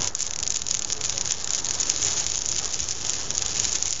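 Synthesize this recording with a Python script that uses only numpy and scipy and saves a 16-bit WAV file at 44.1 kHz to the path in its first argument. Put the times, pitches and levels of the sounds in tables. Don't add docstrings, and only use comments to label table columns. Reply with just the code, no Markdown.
import sys
import numpy as np
from scipy import signal
from scipy.fft import rfft, irfft, next_fast_len
from scipy.io import wavfile
from scipy.ndimage import map_coordinates

SR = 44100
rng = np.random.default_rng(int(sys.argv[2]) if len(sys.argv) > 2 else 0)


def transcribe(signal):
    frames = np.atleast_2d(signal).T
    limited = np.clip(frames, -1, 1)
    pcm = np.round(limited * 32767).astype(np.int16)
    wavfile.write(sys.argv[1], SR, pcm)


N = 176400

# frequency in Hz, gain in dB.
BURST_EQ = [(100, -37.5), (500, -25.5), (1000, -25), (2000, -20), (2800, -15.5), (3600, -11.5),
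            (4200, -12.5), (5500, -7.5), (6300, -2), (6850, -1.5), (7600, -3)]
# frequency in Hz, share of the body gain.
BODY_SHELF = [(4000, 1), (6300, 0)]
# time in seconds, relative level in dB.
SIZZLE_FADER = [(0, -29), (.08, -28.5), (.1, -37), (.14, -48), (.21, -27), (.29, -38.5), (.38, -42.5),
                (.56, -31), (.62, -39), (.74, -29.5), (.8, -37.5), (.93, -33.5), (.96, -35.5),
                (1.05, -30.5), (1.18, -28.5), (1.24, -32), (1.31, -24), (1.35, -28.5), (1.46, -34),
                (1.6, -26.5), (1.635, -38), (1.66, -31.5), (1.75, -28.5), (1.89, -25), (1.99, -25.5),
                (2.06, -21.5), (2.13, -24.5), (2.18, -20), (2.255, -30.5), (2.31, -26.5), (2.42, -33),
                (2.58, -24.5), (2.69, -30), (2.74, -26.5), (2.96, -31.5), (3.14, -26), (3.26, -31),
                (3.37, -28), (3.54, -28), (3.65, -23.5), (4, -32.5)]
# frequency in Hz, gain in dB.
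HISS_EQ = [(500, -40.5), (1900, -13.5), (3200, -6.5), (4300, -7.5), (5900, -2.5), (6700, 2.5), (7500, -9)]
FIZZ_EQ = [(2000, -16), (4800, -14), (6400, 1.5)]
# time in seconds, relative level in dB.
FLAME_FADER = [(0, -36.5), (.06, -38.5), (.12, -46.5), (.45, -44.5), (.55, -46.5), (.74, -46), (.87, -45),
               (1.02, -42.5), (1.4, -43.5), (2.18, -40), (2.38, -45.5), (2.63, -41.5), (2.8, -46),
               (3.15, -41.5), (3.8, -42), (3.96, -48)]
RUMBLE_FADER = [(0, -34.5), (.16, -45), (.45, -41), (.55, -44), (.86, -38.5), (.95, -44), (1.12, -39),
                (1.6, -41.5), (2.25, -40.5), (3, -43), (3.25, -39), (3.72, -40.5), (3.95, -45.5)]
# frequency in Hz, gain in dB.
RUSH_EQ = [(200, -22.5), (450, -9.5), (700, 3), (1050, 2), (1400, -1), (1680, -0.5), (2000, -7),
           (3000, -22.5), (7000, -16)]
ROAR_EQ = [(120, -16.5), (250, -2), (320, 1), (390, 0.5), (437, 1.5), (490, -2), (555, 0), (640, -4),
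           (1000, -20.5)]
RUMBLE_EQ = [(20, -1.5), (56, -2), (98, 1.5), (108, -3), (119, 1), (140, -3.5), (200, -6), (300, -18),
             (700, -52)]
# centre in seconds, length in seconds, pitch in Hz, level in dB.
HUM_CUES = [(0.041, 0.11, 960, -40.5), (.02, .12, 233, -41.5), (.98, .13, 431, -43.5),
            (1.17, 0.08, 561, -41.5), (2.073, 0.079, 417, -43), (2.68, 0.37, 412.4, -54)]
# time in seconds, relative level in dB, relative body in dB.
SNAP_CUES = [(0.008, -11, -5.5), (0.0195, -6.5, -9.5), (0.0306, -10, -10), (0.045, -7, -7.5),
             (0.075, -5.5, -12.5), (0.1511, -7, -16.5), (0.1933, -13.5, -11), (0.2064, -6.5, -13.5),
             (0.2218, -14, -20.5), (0.2286, -9, -14.5), (0.2671, -10.5, -10.5), (0.2774, -14.5, -8.5),
             (0.3096, -9, -8), (0.3363, -9.5, -6), (0.3612, -8.5, -11), (0.3897, -9.5, -6.5),
             (0.4019, -11.5, -11), (0.4289, -8, -10.5), (0.4345, -9.5, -5), (0.4673, -10.5, 2.5),
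             (0.4767, -6, -14), (0.5045, -6, -10.5), (0.523, -9.5, -8.5), (0.5443, -10, -10),
             (0.5621, -7, -9.5), (0.5703, -7.5, -9), (0.6196, -9, -2), (0.6671, -9.5, -6.5),
             (0.6866, -9.5, -16), (0.7115, -3, -14), (0.7435, -6.5, -8.5), (0.7496, -6.5, -5.5),
             (0.771, -9.5, -8), (0.7939, -7, -14), (0.8219, -9.5, -11), (0.8481, -7.5, -7),
             (0.9021, -8.5, 1.5), (0.924, -6, -12), (0.9304, -6.5, -9), (1.0126, -8.5, -3),
             (1.04, -8, -2.5), (1.0482, -8.5, -5), (1.0518, -8, -0.5), (1.0593, -11, -12), (1.0966, -5, -7),
             (1.1264, -11, -3), (1.1799, -6, -14.5), (1.2117, -6, -10.5), (1.257, -9, -7),
             (1.276, -8.5, -12), (1.3095, -4.5, -9), (1.3214, -5.5, -15), (1.445, -9, -11),
             (1.4753, -8.5, -3.5), (1.5063, -6, -12.5), (1.5347, -7.5, -9.5), (1.549, -4.5, -8),
             (1.5806, -12.5, -9), (1.6466, -8.5, -13.5), (1.6575, -11, -4.5), (1.6683, -10.5, -5),
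             (1.6874, -11, -9), (1.7095, -5, -11.5), (1.7378, -13, -12), (1.8017, -11.5, -16.5),
             (1.8112, -8.5, -13.5), (1.8327, -9, -5), (1.8955, -12.5, -19.5), (1.9, 3.5, -11.5),
             (1.9626, -6.5, -8), (2.0195, -11, -13.5), (2.0282, -7, -8), (2.0377, -12, -24.5),
             (2.0492, -8, -25.5), (2.0685, -8, -19.5), (2.0842, -8, -5.5), (2.1321, -14, -15),
             (2.1997, -10.5, -15.5), (2.2659, -4.5, -10.5), (2.3007, -10, -16), (2.3194, -7, -8),
             (2.348, -10, -6.5), (2.3571, -8, -12), (2.3733, -14, -20.5), (2.3789, -10.5, -13.5),
             (2.3902, -11.5, -16.5), (2.42, -9, -7.5), (2.4605, -8, -17), (2.4891, -7, -18),
             (2.5176, -8, -15), (2.5263, -10.5, -5.5), (2.5641, -8.5, -11), (2.5905, -10, -18),
             (2.5983, -11, -7), (2.6458, -9, -14), (2.6572, -8.5, -17), (2.7435, -6, -9.5),
             (2.8042, -10.5, -19), (2.842, -13.5, -17.5), (2.888, -9.5, -10), (2.9095, -9.5, -10),
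             (2.9141, -10, -7.5), (3.0499, -9.5, -7), (3.0962, -5.5, -8.5), (3.1035, -11.5, -11),
             (3.1347, -9, -10.5), (3.3059, -6.5, -11), (3.3512, -11.5, -11), (3.3803, -3, -14),
             (3.3938, -13, -4), (3.4225, -5.5, -7.5), (3.4627, -6.5, -8), (3.5504, -12.5, -7),
             (3.5592, -11, -3), (3.5779, -12, -9.5), (3.5997, -2.5, -11), (3.645, -8, -10),
             (3.6527, -4.5, -7.5), (3.6943, -10.5, -10.5), (3.729, -9.5, -13.5), (3.7535, -8.5, -7.5),
             (3.757, -7, -5.5), (3.8259, -6.5, -15.5), (3.8573, -10.5, -21.5), (3.863, -12.5, -12),
             (3.8807, -10.5, -9), (3.908, -9, -19.5), (3.9277, -5.5, -12.5), (3.9333, -11, -10)]

TOP_HZ = 7250
TICKS_PER_S, TICK_SPREAD_DB, TICK_CAP_DB, TICK_BODY_DB, TICK_DETUNE = 800, 9, 14, 2, 0.12
TICK_DB, HISS_DB, FIZZ_DB = 6, -6, 1.5
FLARE_DB = -27.5
SPUTTER_DB, SPUTTER_PER_S = 2.1, 70
RUSH_DB, ROAR_DB, RUMBLE_DB = -2, -3, -3
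RUSH_FLUTTER_DB, RUMBLE_FLUTTER_DB = 1.15, 1.2
SNAP_TRIM_DB, SNAP_BODY_DB = 0.3, 8.5
SCATTER_DB, SCATTER_T60_S = -10, 0.02
SPLINTER_DB, SPLINTER_SPREAD_S = -13.5, .004
BURST_SAMPLES, RIPPLE_DB = 2048, 2.8
GROUND_DELAY_S, GROUND_DB = .00232, -17.5
CLIP_CEILING, CLIP_HARDNESS, LOWPASS_ORDER, DC_OFFSET = .9, 8, 110, .02


def amp(db):
    return 10 ** (np.asarray(db) / 20)


def unit_rms(x):
    return x / np.sqrt(np.mean(x ** 2) + 1e-20)


def eq_at(points, hz):
    point_hz, values = np.transpose(points)
    return np.interp(np.log(hz + 1), np.log(point_hz + 1), values)


def fader_db(rows):
    return np.interp(np.arange(N) / SR, *np.transpose(rows))


def wobble(per_s):
    return map_coordinates(rng.standard_normal(int(N * per_s / SR) + 4), [np.arange(N) * per_s / SR])


def filtered(x, response):
    size = next_fast_len(N + SR // 2)
    return irfft(rfft(x, size) * response(np.fft.rfftfreq(size, 1 / SR)), size)[:N]


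def noise(eq):
    return unit_rms(filtered(rng.standard_normal(N), lambda hz: amp(eq_at(eq, hz))))


def burst(body_db, pitch=1, bands=14):
    hz = np.fft.rfftfreq(BURST_SAMPLES, 1 / SR)
    ripple_db = RIPPLE_DB * np.interp(hz, np.linspace(0, TOP_HZ, bands), rng.standard_normal(bands))
    colour_db = eq_at(BURST_EQ, hz / pitch) + body_db * eq_at(BODY_SHELF, hz) + ripple_db
    cepstrum = irfft(np.log(amp(colour_db)))
    cepstrum[1:BURST_SAMPLES // 2] *= 2
    cepstrum[BURST_SAMPLES // 2 + 1:] = 0
    spectrum = np.exp(rfft(cepstrum))
    in_band = irfft(spectrum * (hz < TOP_HZ))
    return irfft(spectrum) / np.abs(signal.hilbert(in_band)).max()


def sizzle(colours=12):
    ticks = np.zeros(N)
    steps = np.linspace(-2, 1, colours)
    for body, detune in zip(steps, rng.permutation(steps)):
        triggers = rng.random(N) < TICKS_PER_S / SR / colours
        sizes = amp(np.minimum(TICK_SPREAD_DB * rng.standard_normal(N), TICK_CAP_DB))
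        tick = burst(TICK_BODY_DB * body, pitch=np.exp(TICK_DETUNE * detune))
        ticks += signal.oaconvolve(triggers * sizes, tick)[:N]
    sputter = amp(SPUTTER_DB * np.minimum(wobble(SPUTTER_PER_S), 1))
    level = amp(fader_db(SIZZLE_FADER))
    tick_level = np.minimum(level, amp(FLARE_DB))
    fizz = amp(FIZZ_DB) * np.sqrt(level ** 2 - tick_level ** 2) * noise(FIZZ_EQ)
    hiss = amp(HISS_DB) * level * noise(HISS_EQ)
    return sputter * (amp(TICK_DB) * tick_level * unit_rms(ticks) + hiss + fizz)


def flames():
    flame_db, low_db = fader_db(FLAME_FADER), fader_db(RUMBLE_FADER)
    rush = noise(RUSH_EQ) * amp(flame_db + RUSH_DB + RUSH_FLUTTER_DB * wobble(per_s=25))
    roar = noise(ROAR_EQ) * amp(flame_db + ROAR_DB)
    rumble = noise(RUMBLE_EQ) * amp(low_db + RUMBLE_DB + RUMBLE_FLUTTER_DB * wobble(per_s=12))
    return rush + roar + rumble


def hums(waver=.028):
    out, t = np.zeros(N), np.arange(N) / SR
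    for centre_s, length_s, hz, db in HUM_CUES:
        swell = np.cos(np.pi * np.clip((t - centre_s) / length_s, -.5, .5))
        pitch_hz = hz * (1 + waver * wobble(per_s=120))
        out += amp(db) * swell * np.sin(2 * np.pi * np.cumsum(pitch_hz) / SR)
    return out


def snaps():
    out, t = np.zeros(N + SR), np.arange(BURST_SAMPLES) / SR
    lead = BURST_SAMPLES // 2
    for time_s, db, body_db in SNAP_CUES:
        scatter = rng.standard_normal(BURST_SAMPLES) * amp(-60 * t / SCATTER_T60_S)
        impulses = np.pad(amp(SCATTER_DB) * scatter / np.linalg.norm(scatter), (lead, 0))
        splinter_offsets = np.clip(SPLINTER_SPREAD_S * SR * rng.standard_normal(3), -lead, lead)
        impulses[lead + splinter_offsets.astype(int)] += amp(SPLINTER_DB) * rng.standard_normal(3)
        impulses[lead] = 1
        snap = signal.fftconvolve(burst(body_db + SNAP_BODY_DB), impulses)
        out[int(time_s * SR):][:len(snap)] += amp(db + SNAP_TRIM_DB) * snap
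    return out[lead:lead + N]


def scene():
    fire = snaps() + sizzle() + flames() + hums()
    return filtered(fire, lambda hz: 1 + amp(GROUND_DB) * np.exp(-2j * np.pi * hz * GROUND_DELAY_S))[None]


def record(dry):
    narrow = filtered(dry[0], lambda hz: hz < TOP_HZ * 1.04)
    rounded = narrow / (1 + np.abs(narrow / CLIP_CEILING) ** CLIP_HARDNESS) ** (1 / CLIP_HARDNESS)
    lowpassed = filtered(rounded, lambda hz: 1 / np.sqrt(1 + (hz / TOP_HZ) ** (2 * LOWPASS_ORDER)))
    return lowpassed[None] + DC_OFFSET


dry = scene()
out = record(dry)
transcribe(out)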